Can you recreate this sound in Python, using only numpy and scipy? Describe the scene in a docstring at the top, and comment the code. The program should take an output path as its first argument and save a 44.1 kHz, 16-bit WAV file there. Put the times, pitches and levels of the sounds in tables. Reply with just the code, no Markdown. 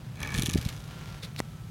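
"""Hand launch of a rubber-powered model plane

Close by on an open field, a propeller stutters into motion while the unwinding rubber patters. Its
shaft then clacks against the light airframe three times a turn, fading as the plane flies off.
The throw puffs air on the microphone, a sleeve rustles and a finger knocks the camera,
all over a low distant rumble."""
import sys
import numpy as np
from scipy import signal
from scipy.fft import rfft, irfft, next_fast_len
from scipy.io import wavfile
from scipy.ndimage import uniform_filter1d

SR = 44100
rng = np.random.default_rng(int(sys.argv[2]) if len(sys.argv) > 2 else 0)


def wrap_up_sound(samples):
    """Save the sound to the file named by the first command line argument, as 16-bit audio."""
    columns = np.atleast_2d(samples).T
    # keep every value between -1 and 1, then stretch to whole-number steps
    tamed = np.clip(columns, -1, 1)
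    steps = np.round(tamed * 32767).astype(np.int16)
    wavfile.write(sys.argv[1], SR, steps)


N = 74970

# dry crack of a contact: f/Hz, level/dB
CRACK_COLOUR = [(300, -63), (1000, -10), (2000, -3), (3400, 5.5), (5000, -2.5), (6300, 2), (8000, -4.5),
                (10000, -1), (13000, -9.5), (16000, -19)]
# resonances of the airframe: f/Hz, level/dB, t60/s
AIRFRAME_MODES = [(457, -44.5, 0.048), (823, -43, 0.032), (1125, -46.5, 0.048), (1205, -42, 0.053),
                  (1705, -38, 0.042), (1811, -39, 0.042), (2278, -37, 0.053), (2475, -37, 0.023),
                  (2635, -45, 0.023), (3350, -40, 0.019), (4060, -45, 0.021), (4640, -43, 0.012),
                  (6080, -44, 0.0098), (6260, -44.5, 0.02)]
CRACK_DB = -5.5   # trim on the hand-held clacks and the rubber's crackle


def from_db(db):
    """Decibels to gain."""
    return 10 ** (np.asarray(db) / 20)


def rms_one(x):
    """Scale to unit rms."""
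    return x / np.sqrt(np.mean(x ** 2) + 1e-20)


def in_time(rows):
    """Breakpoint rows (t/s, values...) to one per-sample curve for each value."""
    times, *columns = np.transpose(rows)
    return [np.interp(np.arange(N) / SR, times, column) for column in columns]


def colour(x, points):
    """Minimum-phase EQ through (f/Hz, level/dB) points."""
    size = 2 * next_fast_len(N)
    hz, db = np.transpose(points)
    grid = np.maximum(np.arange(size // 2 + 1) * SR / size, 1)
    cepstrum = irfft(np.log(from_db(np.interp(np.log(grid), np.log(hz), db))))
    cepstrum[1:size // 2] *= 2   # folded forward, so nothing rings ahead of a click
    cepstrum[size // 2 + 1:] = 0
    return irfft(rfft(x, size) * np.exp(rfft(cepstrum)))[:N]


def ring(x, modes):
    """A struck body: every click sets off one decaying sine per mode."""
    out = np.zeros(N)
    for k, (hz, db, t60) in enumerate(modes):
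        r, w = np.exp(-np.log(1000) / (t60 * SR)), 2 * np.pi * hz / SR
        mode = signal.lfilter([0, np.sin(w)], [1, -2 * r * np.cos(w), r * r], x + 1e-18)
        out += (-1) ** k * from_db(db) * mode
    return out


def grains(per_s, spread_db):
    """Random clicks of uneven size, rms 1 per click."""
    sizes = from_db(spread_db * np.minimum(rng.exponential(1, N), 5)) * rng.choice([-1, 1], N)
    return rms_one(sizes) * (rng.random(N) < per_s / SR)


def contacts(times, gains, chatter_s, rebounds_per_s=12000, rebound_gain=.59, size=512):
    """One click per contact, followed by a dying chatter of tiny rebounds."""
    out = np.zeros(N + size)
    fade = np.exp(-np.arange(size) / SR / chatter_s)
    for s, gain in zip(times, gains):
        burst = rebound_gain * fade * rng.standard_normal(size)
        burst *= rng.random(size) < rebounds_per_s / SR
        burst[0] = 1
        start = int(np.clip(s * SR, 0, N - 1))
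        out[start:start + size] += gain * burst / np.linalg.norm(burst)
    return out[:N]


def tone(hz, db, waver_hz):
    """A sine whose pitch wanders by waver_hz rms."""
    waver = rms_one(uniform_filter1d(rng.standard_normal(N), size=1500))
    return np.sqrt(2) * from_db(db) * np.sin(2 * np.pi * np.cumsum(hz + waver_hz * waver) / SR)


def field():
    """The bed: distant rumble and hiss, a wavering drone and a thin, slowly sinking whistle."""
    # faint far whistle: t/s, f/Hz, level/dB
    whistle_path = [(.74, 1385, -75), (.82, 1401, -62), (.95, 1380, -59), (1.12, 1377, -57),
                    (1.25, 1353, -68.5), (1.46, 1317, -66), (1.62, 1313, -64), (1.7, 1310, -71)]
    # steady tones in the rumble: f/Hz, level/dB
    drone_tones = [(100, -54.5), (150, -48.5)]
    # rumble and hiss: f/Hz, level/dB
    rumble_colour = [(20, -37), (40, -7.5), (60, -4), (85, -9), (115, -0.5), (150, -2.5), (200, -9.5),
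                     (270, -21), (450, -27.5), (1000, -32.5), (2200, -38.5), (6000, -44), (11000, -45.5),
                     (16000, -47)]
    whistle = tone(*in_time(whistle_path), waver_hz=5.5)
    drone = sum(tone(hz, db, waver_hz=5.3) for hz, db in drone_tones)
    rumble = rms_one(colour(rng.standard_normal(N), rumble_colour))
    return whistle + drone + from_db(-42.5) * rumble


def sleeve(grains_per_s=5500):
    """Cloth rubs in a grainy rustle as the arm comes down, with a few quick brushes late on."""
    # swell of the rustle: t/s, level/dB
    rustle_fader = [(.15, -56), (.55, -52.5), (.70, -49), (.82, -55), (.92, -48.5), (.99, -49.5),
                    (1.08, -48), (1.15, -50.5), (1.20, -53.5), (1.28, -52.5), (1.32, -57), (1.7, -59.5)]
    # tone of the rustle: f/Hz, level/dB
    rustle_colour = [(100, -2.5), (300, -0.5), (1100, -3), (1500, -3), (2000, -6), (3200, -6.5),
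                     (6000, -14), (10000, -24.5), (16000, -27)]
    # brushes of cloth: peak t/s, level/dB, rise/s, fall/s
    brushes = [(1.234, -39, 0.0059, 0.0069), (1.250, -39.5, 0.0052, 0.0071), (1.3958, -31, 0.0089, 0.00052)]
    # tone of the brushes: f/Hz, level/dB
    brush_colour = [(200, 5), (1200, -5.5), (2400, -0.5), (3000, -4.5), (3800, 7), (5200, -3.5),
                    (7500, -12), (10000, -8.5), (16000, -22)]
    t = np.arange(N) / SR
    rustle = rms_one(colour(grains(grains_per_s, spread_db=3.4), rustle_colour))
    brushing = rms_one(colour(grains(grains_per_s, spread_db=2.2), brush_colour))
    strokes = sum(from_db(db) * np.exp(-np.maximum((s - t) / rise, (t - s) / fall))
                  for s, db, rise, fall in brushes)
    return from_db(in_time(rustle_fader)[0]) * rustle + strokes * brushing


def air_puffs():
    """The throw buffets the microphone with low turbulence and single swings of pressure."""
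    # swell of the draught: t/s, level/dB
    draught_fader = [(0, -68), (.16, -50.5), (.20, -38.5), (.26, -37), (.30, -45), (.345, -35.5),
                     (.40, -30.5), (.45, -37.5), (.52, -39.5), (.58, -30), (.61, -39.5), (.68, -43),
                     (.76, -51), (1.7, -68)]
    # tone of the draught: f/Hz, level/dB
    draught_colour = [(20, -14.5), (48, -0.5), (80, 1), (150, -6), (300, -16.5), (600, -25), (1500, -50.5)]
    # single puffs: t/s, peak level/dB, f/Hz
    puffs = [(0.347, -26, 122), (.391, -20.5, 139), (0.4359, -23, 190), (0.4872, -21, 158),
             (0.547, -19, 115), (.558, -12.5, 169), (0.5607, -25, 320), (0.5864, -20.5, 99),
             (0.6634, -20, 100)]
    turbulence = rms_one(colour(rng.standard_normal(N), draught_colour))
    out = from_db(in_time(draught_fader)[0]) * turbulence
    for s, db, hz in puffs:
        phase = 2 * np.pi * hz * (np.arange(N) / SR - s)
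        out += from_db(db) * phase * np.exp((1 - phase * phase) / 2)   # one pull, one push
    return out


def rubber():
    """The unwinding rubber patters on the airframe: a ringing rasp, then a bright crackle at speed."""
    # layers of the rattle: t/s, ring level/dB, rasp level/dB, crackle level/dB
    rattle_faders = [(.14, -62, -55, -70), (.185, -25, -28.5, -59), (.215, -21, -21, -48),
                     (.30, -21, -21, -40), (.365, -16.5, -21.5, -18), (.41, -19, -23, -23),
                     (.48, -29, -28, -26.5), (.56, -27, -32.5, -30), (.70, -37, -30.5, -32),
                     (.80, -52, -39, -35), (.9, -59.5, -58, -41.5)]
    # dull, dry rasp: f/Hz, level/dB
    rasp_colour = [(200, -6.5), (450, 0), (850, -2), (1400, -3.5), (2200, -6), (6000, -15.5),
                   (11000, -27.5), (16000, -33)]
    ring_gain, rasp_gain, crackle_gain = from_db(in_time(rattle_faders))
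    patter = grains(per_s=2400, spread_db=2.26)
    body = ring(ring_gain * patter, AIRFRAME_MODES)
    rasp = colour(rasp_gain * patter, rasp_colour)
    crackle = colour(crackle_gain * grains(per_s=1500, spread_db=2), CRACK_COLOUR)
    return body + rasp + from_db(CRACK_DB) * crackle


def propeller_stutter(chatter_s=.00095):
    """The loose propeller knocks unevenly, ringing the airframe; the knocks harden as it speeds up."""
    # uneven knocks: t/s, ring level/dB, crack level/dB
    knocks = [(0.157, -10, -28), (0.1713, -11, -29), (0.2038, -1, -17), (.2155, -5, -23), (0.228, -6, -16),
              (0.2309, 7, -9), (.248, -2, -23), (.2605, -5, -23), (.2742, 0, -14), (.290, -4, -24),
              (0.305, -4, -20), (.321, -5, -18), (0.3426, -4, -10.5), (0.3483, 6, -15), (.3785, -23, -9),
              (.3962, -5, -5.5), (.455, -16, -15), (0.467, -28, -6.5), (0.4937, -10, -9.5),
              (0.5325, -23, -11), (.571, -7, -24)]
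    times, ring_db, crack_db = np.transpose(knocks)
    crack = colour(contacts(times, from_db(crack_db), chatter_s), CRACK_COLOUR)
    body = ring(contacts(times, from_db(ring_db), chatter_s), AIRFRAME_MODES)
    return crack + body


def shaft_clacks(start_s=.3474, release_s=.555, turns=20, jitter_s=.0002, spread_db=1.0):
    """The shaft hits the airframe three times a turn: crisp in the hand, duller and longer in flight."""
    # propeller speed: t/s, rate/(turns per s)
    speed = [(.365, 27.4), (.40, 26.7), (.44, 26.15), (.63, 26.0), (.67, 27.4), (.71, 26.3)]
    # hits within a turn: delay/s, level/dB, send to the airframe (0-1), chatter decay/s
    hits = [(0, 0, 0.8, 0.0022), (.0127, -6.5, .2, .0006), (.0200, -12.5, .2, .0007)]
    # the plane comes close and leaves: t/s, level/dB
    fly_by = [(.345, -5.5), (.385, 0.5), (.425, 4.5), (.46, 2), (.50, 1), (.537, 2), (.575, -5.5),
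              (.615, -8), (.69, -7), (.73, -16.5), (.85, -20.5), (1.1, -39)]
    # crack of a contact in flight: f/Hz, level/dB
    flight_colour = [(300, -30), (1000, -6), (2200, 3.5), (3600, 4.5), (6000, 1), (10000, -6.5),
                     (13000, -4.5), (16000, -27)]
    t = np.arange(N) / SR
    turned = np.cumsum(in_time(speed)[0]) / SR
    turn_times = np.interp(np.interp(start_s, t, turned) + np.arange(turns), turned, t)
    held = flying = shaking = 0
    for delay_s, db, send, chatter_s in hits:
        times = turn_times + delay_s + jitter_s * rng.standard_normal(turns)
        nearness_db = np.interp(times, *np.transpose(fly_by))
        gains = from_db(db + nearness_db + spread_db * rng.standard_normal(turns))
        in_hand = contacts(times, gains * (times < release_s), chatter_s)
        in_flight = contacts(times, gains * (times >= release_s), 2.4 * chatter_s)
        held += in_hand
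        flying += in_flight
        shaking += send * (in_hand + from_db(-6) * in_flight)
    held_crack = from_db(CRACK_DB) * colour(held, CRACK_COLOUR)
    flight_crack = from_db(-4.5) * colour(flying, flight_colour)
    return held_crack + flight_crack + ring(shaking, AIRFRAME_MODES)


def handling(knock_s=1.4027):
    """Small handling ticks, then a finger lands on the camera: a dull thud with a short ring."""
    # small ticks: t/s, level/dB
    tick_cues = [(1.058, -22), (1.0745, -30), (1.089, -27), (1.105, -31), (1.126, -26), (1.1442, -25),
                 (1.2265, -28), (1.2322, -22), (1.2365, -20), (1.363, -14.5)]
    # tone of the ticks: f/Hz, level/dB
    tick_colour = [(300, -13), (1400, -5), (2200, 7), (3200, 0.5), (5600, 3.5), (7500, -14), (16000, -16)]
    # thud of the finger: f/Hz, level/dB
    thud_colour = [(20, -19), (70, 3), (200, 5.5), (500, -0.5), (1000, -4), (2500, -19.5), (5000, -19.5),
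                   (9000, -21), (16000, -42.5)]
    # resonances of the camera body: f/Hz, level/dB, t60/s
    camera_modes = [(1970, -25, 0.01), (4050, -39, 0.0079), (7600, -40, 0.012)]
    times, db = np.transpose(tick_cues)
    ticks = colour(contacts(times, from_db(db), chatter_s=.00075), tick_colour)
    blow = np.zeros(N)
    blow[int(knock_s * SR)] = -1
    thud = from_db(11.5) * colour(blow, thud_colour)
    return ticks + thud + ring(blow, camera_modes)


def scene():
    """Field, plane and thrower, mixed to mono."""
    mix = field() + propeller_stutter() + shaft_clacks() + rubber() + air_puffs() + sleeve() + handling()
    return mix[None]


def record(dry, low_cut_hz=35, high_cut_hz=16200):
    """The microphone loses the deepest bass; the top is cut steeply."""
    thinned = signal.sosfilt(signal.butter(2, low_cut_hz, "high", fs=SR, output="sos"), dry)
    return signal.sosfilt(signal.ellip(10, .2, 80, high_cut_hz, fs=SR, output="sos"), thinned)


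dry = scene()
out = record(dry)
wrap_up_sound(out)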